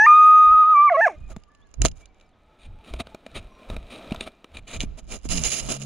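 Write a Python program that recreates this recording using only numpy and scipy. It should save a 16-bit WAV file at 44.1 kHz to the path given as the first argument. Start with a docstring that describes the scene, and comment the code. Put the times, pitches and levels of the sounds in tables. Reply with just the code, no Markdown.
"""Tall grass in an open field, a small hand-held camera, a coyote a few metres off. It ends a howl with
a yodel, its harmonics jumping between registers, and the hedges return a faint echo. Right at the
microphone the hand shifts: skin rubs and ticks on the case, thumps and rumble come through the body.
Far off, animals howl and birds chirp over the hiss of the field; a low hum glides in at the end.
The camera fades between one centred channel and its two microphone ports."""
import sys
import numpy as np
from scipy import signal
from scipy.fft import rfft, irfft
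from scipy.io import wavfile
from scipy.ndimage import uniform_filter1d

SR = 44100
rng = np.random.default_rng(int(sys.argv[2]) if len(sys.argv) > 2 else 0)


def to_wav(sig):
    """Store sig (one row per channel, or 1-D mono) as 16-bit WAV at the path in sys.argv[1].

    Samples outside -1..1 are clipped; the rate is SR.
    """
    pcm = np.clip(np.atleast_2d(sig), -1, 1) * 32767
    pcm = np.round(pcm).astype(np.int16)
    wavfile.write(sys.argv[1], SR, pcm.T)  # frames by channels


N = 258137

# The camera's fade. Each row: time in seconds, share of the two ports from 0 to 1.
PORT_SHARE = [(0, 0), (.45, 0), (1.2, 0.35), (1.7, 1), (2.45, 0.03), (4.5, 0), (5.0, 0.56), (5.3, 0.97)]
# The coyote's arcs of pitch, each lasting until the next.
# Each row: start in seconds, pitch at start, middle and end in Hz, effort in dB.
HOWL_ARCS = [(0, 835, 874, 922, 4), (.064, 1206, 1246, 1233, 4.5), (.503, 1234, 1264, 1238, 1),
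             (.559, 1238, 1256, 1216, 0), (.641, 1216, 1240, 1256, 0), (.672, 1256, 1266, 1247, -3.5),
             (.727, 1247, 1190, 1158, -.5), (.77, 1158, 1170, 1196, -.5), (.85, 1196, 1162, 1070, 1.5),
             (.899, 745, 690, 600, -2), (.943, 562, 553, 550, 0), (.969, 636, 652, 680, 0),
             (1.008, 807, 898, 775, .5), (1.059, 750, 655, 499, 2), (1.086, 490, 345, 300, 0)]
# The throat favours the 1st or 2nd harmonic: pitches in Hz, then each one's gain there in dB.
THROAT_HZ = [300, 400, 500, 555, 600, 680, 745, 810, 910, 1070, 1155, 1195, 1260]
FIRST_DB = [-55, -43.5, -34, -26, -24, -11.5, -19.5, -25, -26.5, -18.5, -11.5, -13, -11.5]
SECOND_DB = [-48, -32, -35.5, -16, -24, -37, -32, -14.5, -17, -17, -27.5, -28, -36.5]
# The voice from the 3rd harmonic up. Each row: frequency in Hz, relative level in dB.
OVERTONES = [(1600, -21.5), (2200, -12), (2700, -24.5), (3480, -51.5), (3720, -41.5), (5000, -52.5),
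             (6200, -49), (7400, -60), (8700, -53), (11300, -88), (13700, -78), (16500, -94.5)]
HOWL_END_S, JUMP_S, RASP_S, RASP_DB = 1.15, .006, 1.07, 14
BREATH_DB, AIR_DB, YODEL_EDGE_DB, THINNING_DB_PER_S = -41, -60.5, 14, 24.5
# Spectrum of the far hiss. Each row: frequency in Hz, relative level in dB.
FIELD_SPECTRUM = [(60, -24), (150, 6), (750, 0), (2300, -10), (6660, -29), (13000, -72)]
# Jolts to the camera body. Each row: start in seconds, hold in seconds, relative level in dB.
JOLTS = [(0.48, 0.031, -41.5), (1.173, 0.17, -40), (1.805, 0.0094, -21.5), (2.663, 0.052, -38.5),
         (2.921, 0.031, -31.5), (3.351, 0.023, -30), (3.708, 0.023, -28.5), (4.1, 0.089, -38.5),
         (4.523, 0.12, -42), (4.747, 0.11, -30), (5.024, 0.11, -39), (5.258, 0.2, -35.5),
         (5.628, 0.036, -35)]
JOLT_RISE_DB_PER_S, JOLT_FALL_DB_PER_S, STILL_DB = 597, 148.5, -61.5
# The resting hand's faint rubbing. 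Each row: time in seconds, relative level in dB.
RESTING_HAND = [(1.1, -59.5), (1.45, -73.5), (2.45, -68), (2.8, -60.5), (3.55, -53), (4.15, -47),
                (4.35, -60), (5.2, -58), (5.86, -43.5)]
# Skin swishing over the case.
# Each row: start and length in seconds, relative treble and midrange levels in dB.
SWISHES = [(1.29, 0.035, -56.5, -43.5), (1.823, 0.054, -44.5, -33.5), (1.957, 0.076, -66, -57.5),
           (2.591, 0.075, -56, -65.5), (2.844, 0.13, -54.5, -51), (2.991, 0.018, -35.5, -31),
           (3.347, 0.034, -37.5, -41), (3.688, 0.063, -60, -49), (3.902, 0.072, -43.5, -47),
           (4.2, 0.045, -40.5, -44), (4.26, 0.02, -45, -40), (4.538, 0.049, -45.5, -47),
           (4.673, 0.1, -40.5, -41.5), (4.797, 0.044, -41, -41.5), (4.977, 0.018, -46.5, -40.5),
           (5.084, 0.083, -45.5, -39.5), (5.238, 0.023, -48.5, -37.5), (5.291, 0.1476, -41, -37.5),
           (5.441, 0.16, -33, -34.5), (5.603, 0.11, -50, -44.5), (5.685, 0.084, -42, -37),
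           (5.802, 0.055, -52, -45)]
# Ticks on the case. Each row: start in seconds, relative treble and midrange levels in dB.
TICKS = [(1.3634, -42, -32.5), (1.436, -51.5, -63), (1.5488, -55, -65), (1.7401, -44.5, -41),
         (1.8176, -16.5, -20.5), (1.8497, -17.5, -5.5), (1.8564, -14.5, -46), (1.8622, -23.5, -36),
         (1.883, -31, -53.5), (1.9143, -42.5, -58), (2.0562, -44.5, -75.5), (2.211, -49, -61),
         (2.9375, -29, -29.5), (3.0002, -41, -39), (3.07, -38.5, -39.5), (3.1463, -35, -31.5),
         (3.264, -32, -36), (3.7, -30.5, -28.5), (3.765, -32, -30), (4.108, -34, -41),
         (4.122, -25.5, -34.5), (4.146, -38, -29), (4.161, -33, -52), (4.2083, -17, -28.5),
         (4.4436, -38, -36.5), (4.5695, -26, -45), (4.812, -23, -57), (5.315, -26.5, -38),
         (5.3735, -23.5, -35), (5.3803, -24, -46), (5.4364, -22, -33), (5.688, -35, -26),
         (5.7404, -36, -51), (5.822, -35, -51)]
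# Resonances of the case at centre and left, of the case on the right, and of the body.
# Each row: frequency in Hz, width in Hz, relative level in dB.
CASE_MODES = [(2401, 760, 0.5), (3870, 1200, -3.5), (6850, 440, -16.5), (8440, 600, -13.5),
              (9520, 1000, -13.5), (12600, 3200, -50)]
RIGHT_MODES = [(2823, 580, -8), (4070, 240, -10), (4996, 1300, -10.5), (6238, 740, -6), (6840, 470, -0.5),
               (9710, 1750, -12), (11700, 570, -21.5)]
BODY_MODES = [(218.4, 434, 3), (656.5, 475, 3.5), (1282, 1020, -5.5)]
CORE_NARROWER, CORE_DB = 7, 6  # each resonance has a thin core that rings on
# Far animals. Each row: start and length in seconds, pitch at start and end in Hz, level in dB.
FAR_HOWLS = [(1.12, .63, 1240, 1140, -67), (1.14, .22, 2440, 2500, -67), (1.48, .27, 1720, 1690, -69),
             (1.9, .5, 760, 750, -70), (1.94, .34, 2340, 2310, -69), (2.2, .6, 1200, 1380, -72),
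             (2.4, .88, 850, 870, -66), (3.47, .25, 1040, 1060, -57)]
# Thuds through the body. Each row: start in seconds, starting level in dB, pitch in Hz.
THUDS = [(1.368, -25, 197), (1.845, -7.5, 108), (4.119, -13, 222), (4.836, -17.5, 221), (5.254, -25, 294)]
# Far birds. Each row: start and length in seconds, pitch at start, middle and end in Hz, level in dB.
BIRDS = [(2.02, .065, 3280, 3700, 4700, -76), (2.245, .115, 5800, 4300, 2950, -78),
         (3.49, .11, 6000, 5720, 5800, -74), (1.61, .065, 3280, 3700, 4700, -77)]
# The low hum. Each row: time in seconds, pitch in Hz, base level in dB.
HUM = [(5.28, 74.2, -49), (5.35, 91.4, -37), (5.41, 78.9, -40), (5.5, 62.3, -58), (5.86, 69.6, -40.5)]
# Its first three harmonics, in dB above the base level.
HUM_HARMONICS_DB = [-21, 5.5, -1]


def undb(db):
    """Decibels to gain."""
    return 10 ** (np.asarray(db) / 20)


def unit(x):
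    """Scaled to rms 1."""
    return x / np.sqrt(np.mean(x ** 2))


def band(x, lo_hz, hi_hz, order=2):
    """Band-pass."""
    return signal.sosfilt(signal.butter(order, [lo_hz, hi_hz], "band", fs=SR, output="sos"), x)


def hiss(lo_hz, hi_hz):
    """A steep-sided band of noise."""
    return band(rng.standard_normal(N), lo_hz, hi_hz, order=4)


def walk(rate):
    """A line through random values, rate of them a second; rms 1."""
    step = int(SR / rate)
    held = np.repeat(rng.standard_normal(N // step + 1), step)
    return unit(uniform_filter1d(held, step)[:N])


def curve(rows):
    """A gate that is open while a table lasts, then its columns on the sample grid."""
    s, *columns = np.transpose(rows)
    gate = np.interp(T, [s[0] - .012, s[0], s[-1], s[-1] + .012], [0, 1, 1, 0])
    return gate, *(np.interp(T, s, c) for c in columns)


def arc(u, start, middle, end):
    """Parabola through three values, u from 0 to 1."""
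    return start * (1 - u) * (1 - 2 * u) + 4 * middle * u * (1 - u) + end * u * (2 * u - 1)


def throat():
    """The coyote's gate, pitch and two lowest harmonics in dB; the voice dips as the pitch jumps."""
    s, start, middle, end, effort = np.transpose(HOWL_ARCS)
    edges = np.append(s, HOWL_END_S)
    k = np.clip(np.searchsorted(edges, T, side="right") - 1, 0, len(s) - 1)
    u = np.clip((T - edges[k]) / np.diff(edges)[k], 0, 1)
    glide = lambda x: uniform_filter1d(x, int(JUMP_S * SR), mode="nearest")
    hz = glide(arc(u, start[k], middle[k], end[k]))
    jump_speed = glide(np.abs(np.gradient(np.log(hz))) * SR)
    push_db = np.interp(T, s, effort) - .1 * jump_speed
    thinning_db = THINNING_DB_PER_S * T * np.clip((hz - 1150) / 50, 0, 1)  # high register only
    first_db = push_db + np.interp(hz, THROAT_HZ, FIRST_DB)
    second_db = push_db + np.interp(hz, THROAT_HZ, SECOND_DB) - thinning_db
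    gate = np.clip((HOWL_END_S + .0131 - T) / .0087, 0, 1)
    return gate, hz, first_db, second_db


def coyote(ports):
    """A few metres off: a clean stack of harmonics with a little breath, and its echo."""
    gate, hz, first_db, second_db = throat()
    phase = 2 * np.pi * np.cumsum(hz * (1 + .002 * walk(40))) / SR
    low = np.sqrt(2) * (undb(first_db) * np.sin(phase) + undb(second_db) * np.sin(2 * phase))
    loudness = np.hypot(undb(first_db), undb(second_db))
    waver_db = [3 * walk(40) + 2.5 * walk(250) for _ in range(15)]
    # The top of the low register is harsher around 6 kHz.
    edge_db = YODEL_EDGE_DB * np.clip(np.minimum(1100 - hz, hz - 700) / 100, 0, 1)
    tiring = np.interp(T, [0, .9], [2.5, -3])  # duller above 2.4 kHz as the effort drops
    high = 0
    for k in range(3, 15):
        db = np.interp(k * hz, *np.transpose(OVERTONES)) + waver_db[k]
        db += edge_db * np.exp(-((k * hz - 6100) / 1000) ** 2)
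        db += tiring * np.sqrt(np.maximum(k * hz / 1000 - 2.4, 0))
        high += undb(db) * np.sin(k * phase)
    rasp_db = RASP_DB * np.clip((T - RASP_S) / .04 + .5, 0, 1)  # the voice breaks up as it falls
    breath = undb(BREATH_DB + rasp_db) * unit(hiss(900, 3100))
    voice = gate * (low + loudness * breath)
    hoarse_db = rasp_db + np.interp(T, [.88, 1.01], [-60, -43])  # air hisses most in the yodel
    hoarse = undb(hoarse_db) * unit(hiss(5200, 7000) + .5 * hiss(8200, 9400))
    air = undb(AIR_DB) * unit(hiss(3400, 6400))
    treble = gate * loudness * (high + hoarse + air)
    side = ports * np.array([[-1], [1]])  # the right port is the louder, most in the treble
    return voice * (1 + .45 * side) + treble * (1 + .6 * side) + hedge_echo(voice + treble, ports)


def hedge_echo(call, ports, level_db=-19.5, t60_s=.12):
    """Scattered reflections off the hedges, dying away at each port."""
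    t = np.arange(int(t60_s * SR)) / SR
    tail = rng.standard_normal((2, len(t))) * undb(-60 * t / t60_s) * np.minimum(t / .03, 1)
    tail /= np.sqrt(np.sum(tail ** 2, axis=1, keepdims=True))
    left, right = signal.fftconvolve(call[None], undb(level_db) * tail)[:, :N]
    return np.array([left, left + ports * (right - left)])


def field_hiss(ports):
    """The far hiss of the open field, fainter under the start of the howl."""
    hz, db = np.transpose(FIELD_SPECTRUM)
    shape = undb(np.interp(np.log(np.fft.rfftfreq(N, 1 / SR) + 1), np.log(hz), db))
    mid, side = (unit(irfft(rfft(rng.standard_normal(N)) * shape, N)) for _ in range(2))
    level_db = -66.5 + np.interp(T, [.4, .6], [-9, 0]) + walk(24)
    return undb(level_db) * (mid + .88 * ports * side * np.array([[1], [-1]]))


def body_rumble(ports):
    """Jolts shake the camera body: each rumble rises fast, holds and dies away."""
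    jolts_db = [db - JOLT_RISE_DB_PER_S * np.maximum(s - T, 0)
                - JOLT_FALL_DB_PER_S * np.maximum(T - s - hold, 0) for s, hold, db in JOLTS]
    swell = undb(np.maximum(np.max(jolts_db, axis=0), STILL_DB) + 2 * walk(11))
    noise = np.sign(rng.standard_normal((2, N)))
    shared = swell * unit(band(noise[0], 9.2, 59))
    opposed = swell * unit(band(noise[1], 7.1, 110))
    pair = np.array([.5 * shared + opposed, 2.2 * shared - .99 * opposed])
    return (1 - ports) * shared + ports * pair


def hand_on_case(ports):
    """Right at the microphone: skin sticks and slips, and slips and ticks ring the same modes."""
    gate, rest_db = curve(RESTING_HAND)
    noise = np.sign(rng.standard_normal((3, N)))
    slip = unit(undb(2.6 * walk(45) + 1.5 * walk(300)))
    releases = (rng.random(N) < 70 / SR) * undb(16 + 2.5 * rng.exponential(size=N))
    crackle = signal.lfilter([1], [1, -.97], releases)
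    rest = gate * undb(rest_db + 2.5 * walk(14))
    treble = (slip * swishes(column=2) * (1 + .15 * crackle) + undb(-16.5) * rest * crackle) * noise[0]
    treble += .95 * band(ticks(column=1, t60_s=.012) * noise[0], 1700, 8700)  # nail or stalk: duller
    treble += undb(-8.5) * band(rest * noise[2], 1300, 4900)  # the resting hand sounds dull
    treble = band(treble, 300, 13000)
    midrange = slip * swishes(column=3) + rest + 1.69 * ticks(column=2, t60_s=.015)
    case = ring(treble, CASE_MODES)
    body = ring(midrange * noise[1], BODY_MODES)
    body_right = ring(midrange * (.082 * noise[1] + noise[2]), BODY_MODES)
    left = undb(-1) * case + undb(9) * band(treble, 8300, 9900) + .65 * body
    right = undb(10.5) * ring(treble, RIGHT_MODES) + .65 * body_right
    return (1 - ports) * (case + body) + ports * np.array([left, right])


def ring(drive, modes):
    """The camera's resonances, neighbours in opposite phase; white noise keeps its level."""
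    kick = np.eye(1, 4096)[0]
    mode = lambda hz, width: band(kick, hz - width / 2, hz + width / 2, order=1)
    response = sum((-1) ** k * undb(db) * (mode(hz, w) + undb(CORE_DB) * mode(hz, w / CORE_NARROWER))
                   for k, (hz, w, db) in enumerate(modes))
    return signal.fftconvolve(drive, response / np.sqrt(np.sum(response ** 2)))[:N]


def far_call(u, hz, db):
    """One distant tone that swells and fades as u runs from 0 to 1."""
    swell = np.sqrt(np.abs(np.sin(np.pi * u))) * (u < 1)
    return swell * undb(db) * np.sin(2 * np.pi * np.cumsum(hz) / SR)


def far_howls():
    """Animals far off, hoarse with distance: wavering tones, each blurred into a narrow band."""
    out = 0
    for s, length, start, end, db in FAR_HOWLS:
        u = np.clip((T - s) / length, 0, 1)
        hz = (start + (end - start) * u) * (1 + .016 * walk(70))
        out += far_call(u, hz, db + 5 * walk(70))
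    return out


def swishes(column, rise_s=.013, fade_s=.003):
    """Envelope of skin sliding over the case: a soft start, a hold, a trailing fade."""
    held = sum(undb(row[column]) * ((T > row[0]) & (T < row[0] + row[1])) for row in SWISHES)
    pole, rise = np.exp(-1 / fade_s / SR), int(rise_s * SR)
    return signal.lfilter([1 - pole], [1, -pole], uniform_filter1d(uniform_filter1d(held, rise), rise))


def ticks(column, t60_s):
    """Envelope of the ticks on the case: a sudden start and a quick fade."""
    rows = np.array(TICKS)
    hits = np.zeros(N)
    np.add.at(hits, (rows[:, 0] * SR).astype(int), undb(rows[:, column]))
    return signal.lfilter([1], [1, -undb(-60 / t60_s / SR)], uniform_filter1d(hits, size=60))


def thumps(t60_s=.029):
    """Thuds reach the microphone as damped swings of the camera body."""
    out = 0
    for s, db, hz in THUDS:
        age = np.maximum(T - s, 0)
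        out += undb(db - 60 * age / t60_s) * np.sin(2 * np.pi * hz * age)
    return out


def far_birds():
    """Short gliding whistles; distance and leaves make the level flicker."""
    out = 0
    for s, length, start, middle, end, db in BIRDS:
        u = np.clip((T - s) / length, 0, 1)
        out += far_call(u, arc(u, start, middle, end), db + 5 * walk(90))
    return out


def low_hum():
    """Three harmonics on a low, gliding pitch."""
    gate, hz, db = curve(HUM)
    phase = 2 * np.pi * np.cumsum(hz) / SR
    harmonics = sum(undb(db + d) * np.sin(k * phase) for k, d in enumerate(HUM_HARMONICS_DB, 1))
    return np.sqrt(2) * gate * harmonics


def scene():
    """The near coyote, the handling noise and the background, as heard at the camera."""
    ports = np.clip(curve(PORT_SHARE)[1], 0, 1)
    near = coyote(ports) + body_rumble(ports) + hand_on_case(ports) + thumps()
    return near + field_hiss(ports) + far_howls() + far_birds() + low_hum()


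def record(dry, top_hz=15700):
    """The camera cuts the top of the treble steeply."""
    return signal.sosfilt(signal.ellip(8, .2, 70, top_hz, fs=SR, output="sos"), dry)


T = np.arange(N) / SR  # time in seconds

dry = scene()
out = record(dry)
to_wav(out)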